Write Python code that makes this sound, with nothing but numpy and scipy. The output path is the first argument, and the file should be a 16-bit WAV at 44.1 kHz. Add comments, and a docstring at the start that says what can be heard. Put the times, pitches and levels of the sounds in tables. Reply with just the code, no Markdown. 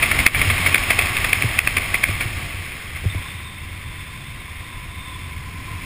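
"""Wind roars and fabric cracks about twelve times a second: a parachute opening above a skydiver.
The air streams past a small camera, ringing through its closed plastic case, while eddies rumble
and tugs on the harness jolt it. As the fall slows the flapping dies away, and after three seconds
a softer, steady rush with a thin whistle remains. The camera's limiter holds down the peaks,
and its coarse, unsmoothed 12 kHz converter adds a gritty top."""
import sys
import numpy as np
from scipy import signal
from scipy.fft import rfft, irfft, next_fast_len
from scipy.io import wavfile
from scipy.ndimage import uniform_filter1d

SR = 44100
rng = np.random.default_rng(int(sys.argv[2]) if len(sys.argv) > 2 else 0)


def output_pcm(signal):
    """Save a mono or channel-first signal as 16-bit PCM at the path in sys.argv[1].

    Samples are clipped to [-1, 1] before scaling.
    """
    pcm = np.clip(np.atleast_2d(signal).T, -1, 1) * 32767
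    wavfile.write(sys.argv[1], SR, np.round(pcm).astype(np.int16))


N = 257984
TIME = np.arange(N) / SR


def from_db(db):
    """Decibels to gain."""
    return 10 ** (np.asarray(db) / 20)


def shaped_noise(gain_at):
    """Noise of unit power whose spectrum follows a function of frequency."""
    size = next_fast_len(N)
    hz = np.maximum(np.arange(size // 2 + 1) * SR / size, 1)
    noise = irfft(rfft(rng.standard_normal(size)) * gain_at(hz), size)[:N]
    return noise / np.sqrt(np.mean(noise ** 2) + 1e-20)


def coloured(points):
    """Noise of unit power, its tone drawn through (Hz, dB) points."""
    point_hz, level_db = np.transpose(points)
    return shaped_noise(lambda hz: from_db(np.interp(np.log(hz), np.log(point_hz), level_db)))


def drift(rate_hz):
    """Random wandering up to about rate_hz times a second; spread 1."""
    return shaped_noise(lambda hz: 1 / (1 + (hz / rate_hz) ** 2))


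def swell(centre_s, half_length_s):
    """A smooth rise and fall of height 1."""
    return np.exp(-np.minimum(((TIME - centre_s) / half_length_s) ** 2, 20))


# The wind's fader ride. Each row: time in seconds, level in dB.
AIRFLOW = [(0.0, -23), (0.23, -22.5), (0.55, -22), (1.46, -25), (1.69, -27), (2.17, -28), (2.85, -35),
           (3.24, -34.5), (3.5, -39), (4.07, -38), (4.24, -39), (5.51, -39), (5.85, -36)]
FULL_FLOW_DB = -23

def airflow_db():
    """The strength of the airstream, easing as the parachute slows the fall."""
    return np.interp(TIME, *np.transpose(AIRFLOW))


# The wind's tone in the fast fall and the slow descent. Each row: frequency in Hz, relative level in dB.
FAST_AIR = [(100, -21), (250, -5.5), (450, -11.5), (750, -10.5), (1000, -11.5), (1500, -9), (2000, -2.5),
            (2500, -2), (2950, -9), (3400, -8), (4000, -14), (4700, -18.5), (5300, -17), (6000, -31.5)]
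SLOW_AIR = [(100, -34), (250, -6.5), (450, -10.5), (750, -13), (1000, -12), (1500, -7.5), (2000, -1),
            (2500, -0.5), (2950, -9), (3400, -6), (4000, -15), (4700, -18), (5400, -17.5), (6000, -29)]

def rush(fast_db, slow_db, slows_from_s, slows_until_s, eddy_hz, fast_flutter_db, slow_flutter_db):
    """Turbulent air billows round each flap and flutters with eddies, smoother as the fall slows."""
    slow = np.clip((TIME - slows_from_s) / (slows_until_s - slows_from_s), 0, 1)
    fast_air = from_db(fast_db) * np.sqrt(1 - slow) * coloured(FAST_AIR)
    slow_air = from_db(slow_db) * np.sqrt(slow) * coloured(SLOW_AIR)
    billow_db = np.minimum(sum(swell(s + RECOIL_S, half_length_s=0.026) for s, *_ in FLAPS), 1)
    flutter_db = (fast_flutter_db * (1 - slow) + slow_flutter_db * slow) * drift(eddy_hz)
    grain_db = 0.57 * drift(rate_hz=450)
    return (fast_air + slow_air) * from_db(airflow_db() + billow_db + flutter_db + grain_db)


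# The boxy ring of the plastic case. Each row: frequency in Hz, width in Hz, boost in dB.
CASE_RESONANCES = [(710, 97, 3), (1120, 112, 8), (1690, 23, 2), (2163, 247, 5), (2710, 155, 2.5),
                   (3155, 81, 4), (4350, 550, 1.5), (5180, 190, 7)]

def through_case(sound):
    """Each resonance of the case lifts its own narrow band and rings briefly."""
    for hz, width_hz, boost_db in CASE_RESONANCES:
        b, a = signal.iirpeak(hz, hz / width_hz, fs=SR)
        sound = sound + (from_db(boost_db) - 1) * signal.lfilter(b, a, sound)
    return sound


# The low end: wind rumble and case boom. Each row: frequency in Hz, relative level in dB.
RUMBLE_TONE = [(10, -1), (22, -4), (40, 9.5), (60, -8), (90, 4.5), (150, -14), (400, -77)]
BOOM_TONE = [(40, -12), (65, -4), (90, 0.5), (112, -7), (135, -7.5), (200, -18), (320, -21.5), (480, -34.5),
             (1000, -39.5)]
# Large eddies leaning on the case.
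# Each row: centre in seconds, half length in seconds, rumble lift in dB, boom lift in dB.
GUSTS = [(0.2, 0.045, 5.5, 8.5), (0.47, 0.2, 3, 5), (2.396, 0.14, 0, 2.5), (5.6, 0.43, -3, 4)]

def buffeting(rumble_db, rumble_follows, boom_db, boom_follows, lump_db, lump_hz, surge_db, surge_hz):
    """Large eddies rumble in lumps and keep the case booming on its mount; both ease with the wind."""
    flow_db = airflow_db() - FULL_FLOW_DB
    rumble_ride_db = rumble_db + rumble_follows * flow_db + surge_db * drift(surge_hz)
    boom_ride_db = boom_db + boom_follows * flow_db
    for centre_s, half_length_s, rumble_lift_db, boom_lift_db in GUSTS:
        gust = swell(centre_s, half_length_s)
        rumble_ride_db += rumble_lift_db * gust
        boom_ride_db += boom_lift_db * gust
    rumble = from_db(rumble_ride_db) * coloured(RUMBLE_TONE)
    boom = from_db(boom_ride_db) * coloured(BOOM_TONE)
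    return (rumble + boom) * from_db(lump_db * drift(lump_hz))


# Flaps of the fabric, each ending in a crack.
# Each row: peak time in seconds, relative level in dB, half length in seconds.
FLAPS = [(0.0304, -7.5, 0.0077), (0.116, -7, 0.0037), (0.191, -7.5, 0.0019), (0.2667, 11, 0.0026),
         (0.3478, 0, 0.00057), (0.417, -6, 0.0031), (0.5018, -8, 0.0034), (0.6634, -6, 0.0015),
         (0.7462, 4, 0.0018), (0.756, -3.5, 0.0023), (0.9073, -5, 0.0059), (0.9916, -3.5, 0.0032),
         (1.0133, -12, 0.0025), (1.0598, -14, 0.0038), (1.1692, -7, 0.0022), (1.247, -9, 0.005),
         (1.3318, 0.5, 0.0022), (1.4235, -3.5, 0.00081), (1.5909, 1.5, 0.0019), (1.675, -3, 0.0026),
         (1.7696, -8, 0.0031), (1.9445, -6, 0.0032), (2.0403, -1.5, 0.0018), (2.089, -21, 0.0066),
         (2.213, -15, 0.01), (2.964, -24, 0.0061)]
RECOIL_S, RECOIL_JITTER_S = 0.00954, 0.0021   # the cloth whips back this long after a crack

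def cracks(recoil_half_s=0.0014, crinkle_half_s=0.0011, crinkle_count=24):
    """Each flap cracks and recoils, and small creases crinkle at random; gives rows like FLAPS."""
    air_db = airflow_db()
    rows = []
    for s, crack_db, half_length_s in FLAPS:
        late, strong = rng.standard_normal(2)
        recoil_s = s + RECOIL_S + RECOIL_JITTER_S * late
        recoil_db = np.interp(s, TIME, air_db) + 10.5 + 1.5 * strong
        rows += [(s, crack_db, half_length_s), (recoil_s, recoil_db, recoil_half_s)]
    due = np.cumsum(from_db(air_db - FULL_FLOW_DB) ** 4)   # creases thin out steeply as the air weakens
    shares = (np.arange(crinkle_count) + rng.random(crinkle_count)) / crinkle_count
    for s in np.interp(shares, due / due[-1], TIME):
        crinkle_db = np.interp(s, TIME, air_db) + 6 - 1.5 * rng.standard_normal()
        rows.append((s, crinkle_db, crinkle_half_s))
    return rows


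# The bite of a crack. Each row: frequency in Hz, relative level in dB.
CRACK_TONE = [(150, -12.5), (480, -17.5), (700, -10), (900, -25), (1250, -11), (1550, -7.5), (1900, -3.5),
              (2300, 5), (2550, 2), (2850, -19), (3400, -6.5), (3850, -21), (4700, -19.5), (5300, -25.5)]

def fabric(level_db, swish_db, swish_s, lead_s, ripple_db):
    """Cloth snaps in the wind: each crack is a burst of a few milliseconds inside a rippling swish."""
    burst, swish = np.zeros(N), np.zeros(N)
    for s, crack_db, half_length_s in cracks():
        near = slice(*np.searchsorted(TIME, [s - .03, s + .06]))
        age = TIME[near] - s
        burst[near] += from_db(crack_db) * .25 ** ((age / half_length_s) ** 2)
        swish[near] += from_db(crack_db + swish_db) * np.exp(-np.maximum(age / swish_s, -age / lead_s))
    noise = coloured(CRACK_TONE)
    noise /= np.sqrt(uniform_filter1d(noise ** 2, size=100) + 1e-9)   # so the envelope sets the punch
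    ripple = from_db(ripple_db * drift(rate_hz=74))
    return from_db(level_db) * noise * np.hypot(burst, swish * ripple)


# Thumps through the harness.
# Each row: swing start in seconds, swing level in dB, swing pitch in Hz, knock level in dB.
JOLTS = [(0.472, -8.5, 93.5, -37), (1.443, -9.5, 114, -21), (1.783, -30, 93, -23.5), (2.096, -14, 101, -23),
         (2.256, -12.5, 101, -45), (2.342, -19, 92, -45), (3.045, -33, 60, -30.5), (3.059, -6, 96, -29),
         (3.154, -12.5, 92, -30), (5.711, -19, 77.5, -46)]

def harness_jolts(rise_s, ring_s, knock_lead_s, knock_s, knock_cutoff_hz):
    """A tug makes a dull knock and then swings the case for a few cycles."""
    out = np.zeros(N)
    dull_noise = shaped_noise(lambda hz: 1 / (1 + (hz / knock_cutoff_hz) ** 4))
    for start_s, swing_db, hz, knock_db in JOLTS:
        knock_age = np.maximum(TIME - start_s + knock_lead_s, 0)
        knock = dull_noise * np.exp(-knock_age / knock_s) * (knock_age > 0)
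        age = np.maximum(TIME - start_s, 0)
        swing = np.sin(2 * np.pi * hz * age) * (1 - np.exp(-age / rise_s)) * np.exp(-age / ring_s)
        out += from_db(swing_db) * swing + from_db(knock_db) * knock
    return out


# A low and a high whistle. Each row: pitch in Hz, half width in Hz, waver as a share of the pitch,
# start in seconds, start of the fade in seconds, level in dB.
WHISTLE_TONES = [(1031, 39, 0.00298, 3.15, 6.0, -49), (3580, 100, 0.012, 3.08, 5.3, -48.5)]
# The stream meets the edge squarely and a tone blooms.
# Each row: centre in seconds, half length in seconds, low tone lift in dB, high tone lift in dB.
WHISTLE_SWELLS = [(3.107, 0.015, 0, 14), (3.19, 0.045, 7, 0), (3.28, 0.055, 1, 7.5), (3.47, 0.067, 3.5, 6),
                  (4.723, 0.08, 5, 1.5), (5.117, 0.12, 3, 7), (5.7, 0.6, 6, -2.5)]

def whistle(flutter_db, waver_hz, attack_s, release_s):
    """Settled air sings over an edge in two breathy tones, their pitch wavering with its speed."""
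    out, speed = np.zeros(N), drift(waver_hz)
    lifts_db = sum(np.outer(lift_db, swell(s, half_s)) for s, half_s, *lift_db in WHISTLE_SWELLS)
    for (hz, half_width_hz, waver, start_s, fade_s, level_db), lift_db in zip(WHISTLE_TONES, lifts_db):
        fade_in = np.clip((TIME - start_s) / attack_s, 0, 1)
        fade_out = np.exp(-np.maximum(TIME - fade_s, 0) / release_s)
        phase = 2 * np.pi * np.cumsum(hz * (1 + waver * speed)) / SR
        narrow_noise = drift(half_width_hz) * np.cos(phase) + drift(half_width_hz) * np.sin(phase)
        gain = from_db(level_db + lift_db + flutter_db * drift(rate_hz=12))
        out += narrow_noise * fade_in * fade_out * gain
    return out


def scene():
    """Rush and cracks ring through the case; rumble, jolts and whistle reach the microphone directly."""
    air = rush(fast_db=-2.5, slow_db=-1.52, slows_from_s=1.95, slows_until_s=3.06,
               eddy_hz=40, fast_flutter_db=0.68, slow_flutter_db=0.4)
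    cloth = fabric(level_db=-5.5, swish_db=-12.5, swish_s=0.012, lead_s=0.0028, ripple_db=5.5)
    low_end = buffeting(rumble_db=-33, rumble_follows=0.7, boom_db=-30.0, boom_follows=0.35,
                        lump_db=0.92, lump_hz=20, surge_db=1.0, surge_hz=6.1)
    tugs = harness_jolts(rise_s=0.0024, ring_s=0.02, knock_lead_s=0.006, knock_s=0.0088,
                         knock_cutoff_hz=614)
    edge_tones = whistle(flutter_db=0.8, waver_hz=14.87, attack_s=0.024, release_s=0.073)
    return (through_case(air + cloth) + low_end + tugs + edge_tones)[None]


def limiter(sound, threshold_db, release_db_per_s, attack_s):
    """A peak over the threshold pulls the gain down, which then climbs back at a steady rate."""
    over_db = np.maximum(20 * np.log10(np.abs(sound) + 1e-9) - threshold_db, 0)
    climb_db = release_db_per_s * TIME
    held_db = np.maximum.accumulate(over_db + climb_db, axis=-1) - climb_db
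    pole = np.exp(-1 / (attack_s * SR))
    return sound * from_db(-signal.lfilter([1 - pole], [1, -pole], held_db))


def converter(sound, rate_hz, band_hz, ceiling):
    """A coarse converter clips and holds each sample; the steps mirror the sound into the treble."""
    banded = signal.sosfilt(signal.butter(8, band_hz, fs=SR, output="sos"), sound)
    samples = np.clip(signal.resample_poly(banded, rate_hz, SR, axis=-1), -ceiling, ceiling)
    steps = np.repeat(samples, 8, axis=-1)
    return signal.resample_poly(steps, SR, 8 * rate_hz, axis=-1)[:, :N]


def record(dry):
    """The camera's chain: limiter, overload, gritty converter, then a steep cut above 15280 Hz."""
    limited = limiter(dry, threshold_db=-1.0, release_db_per_s=133, attack_s=0.0023)
    clipped = np.clip(limited, -1.1, 1.1)
    gritty = converter(clipped, rate_hz=12000, band_hz=5750, ceiling=0.92)
    return signal.sosfilt(signal.ellip(14, .1, 100, 15280, fs=SR, output="sos"), gritty)


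dry = scene()
out = record(dry)
output_pcm(out)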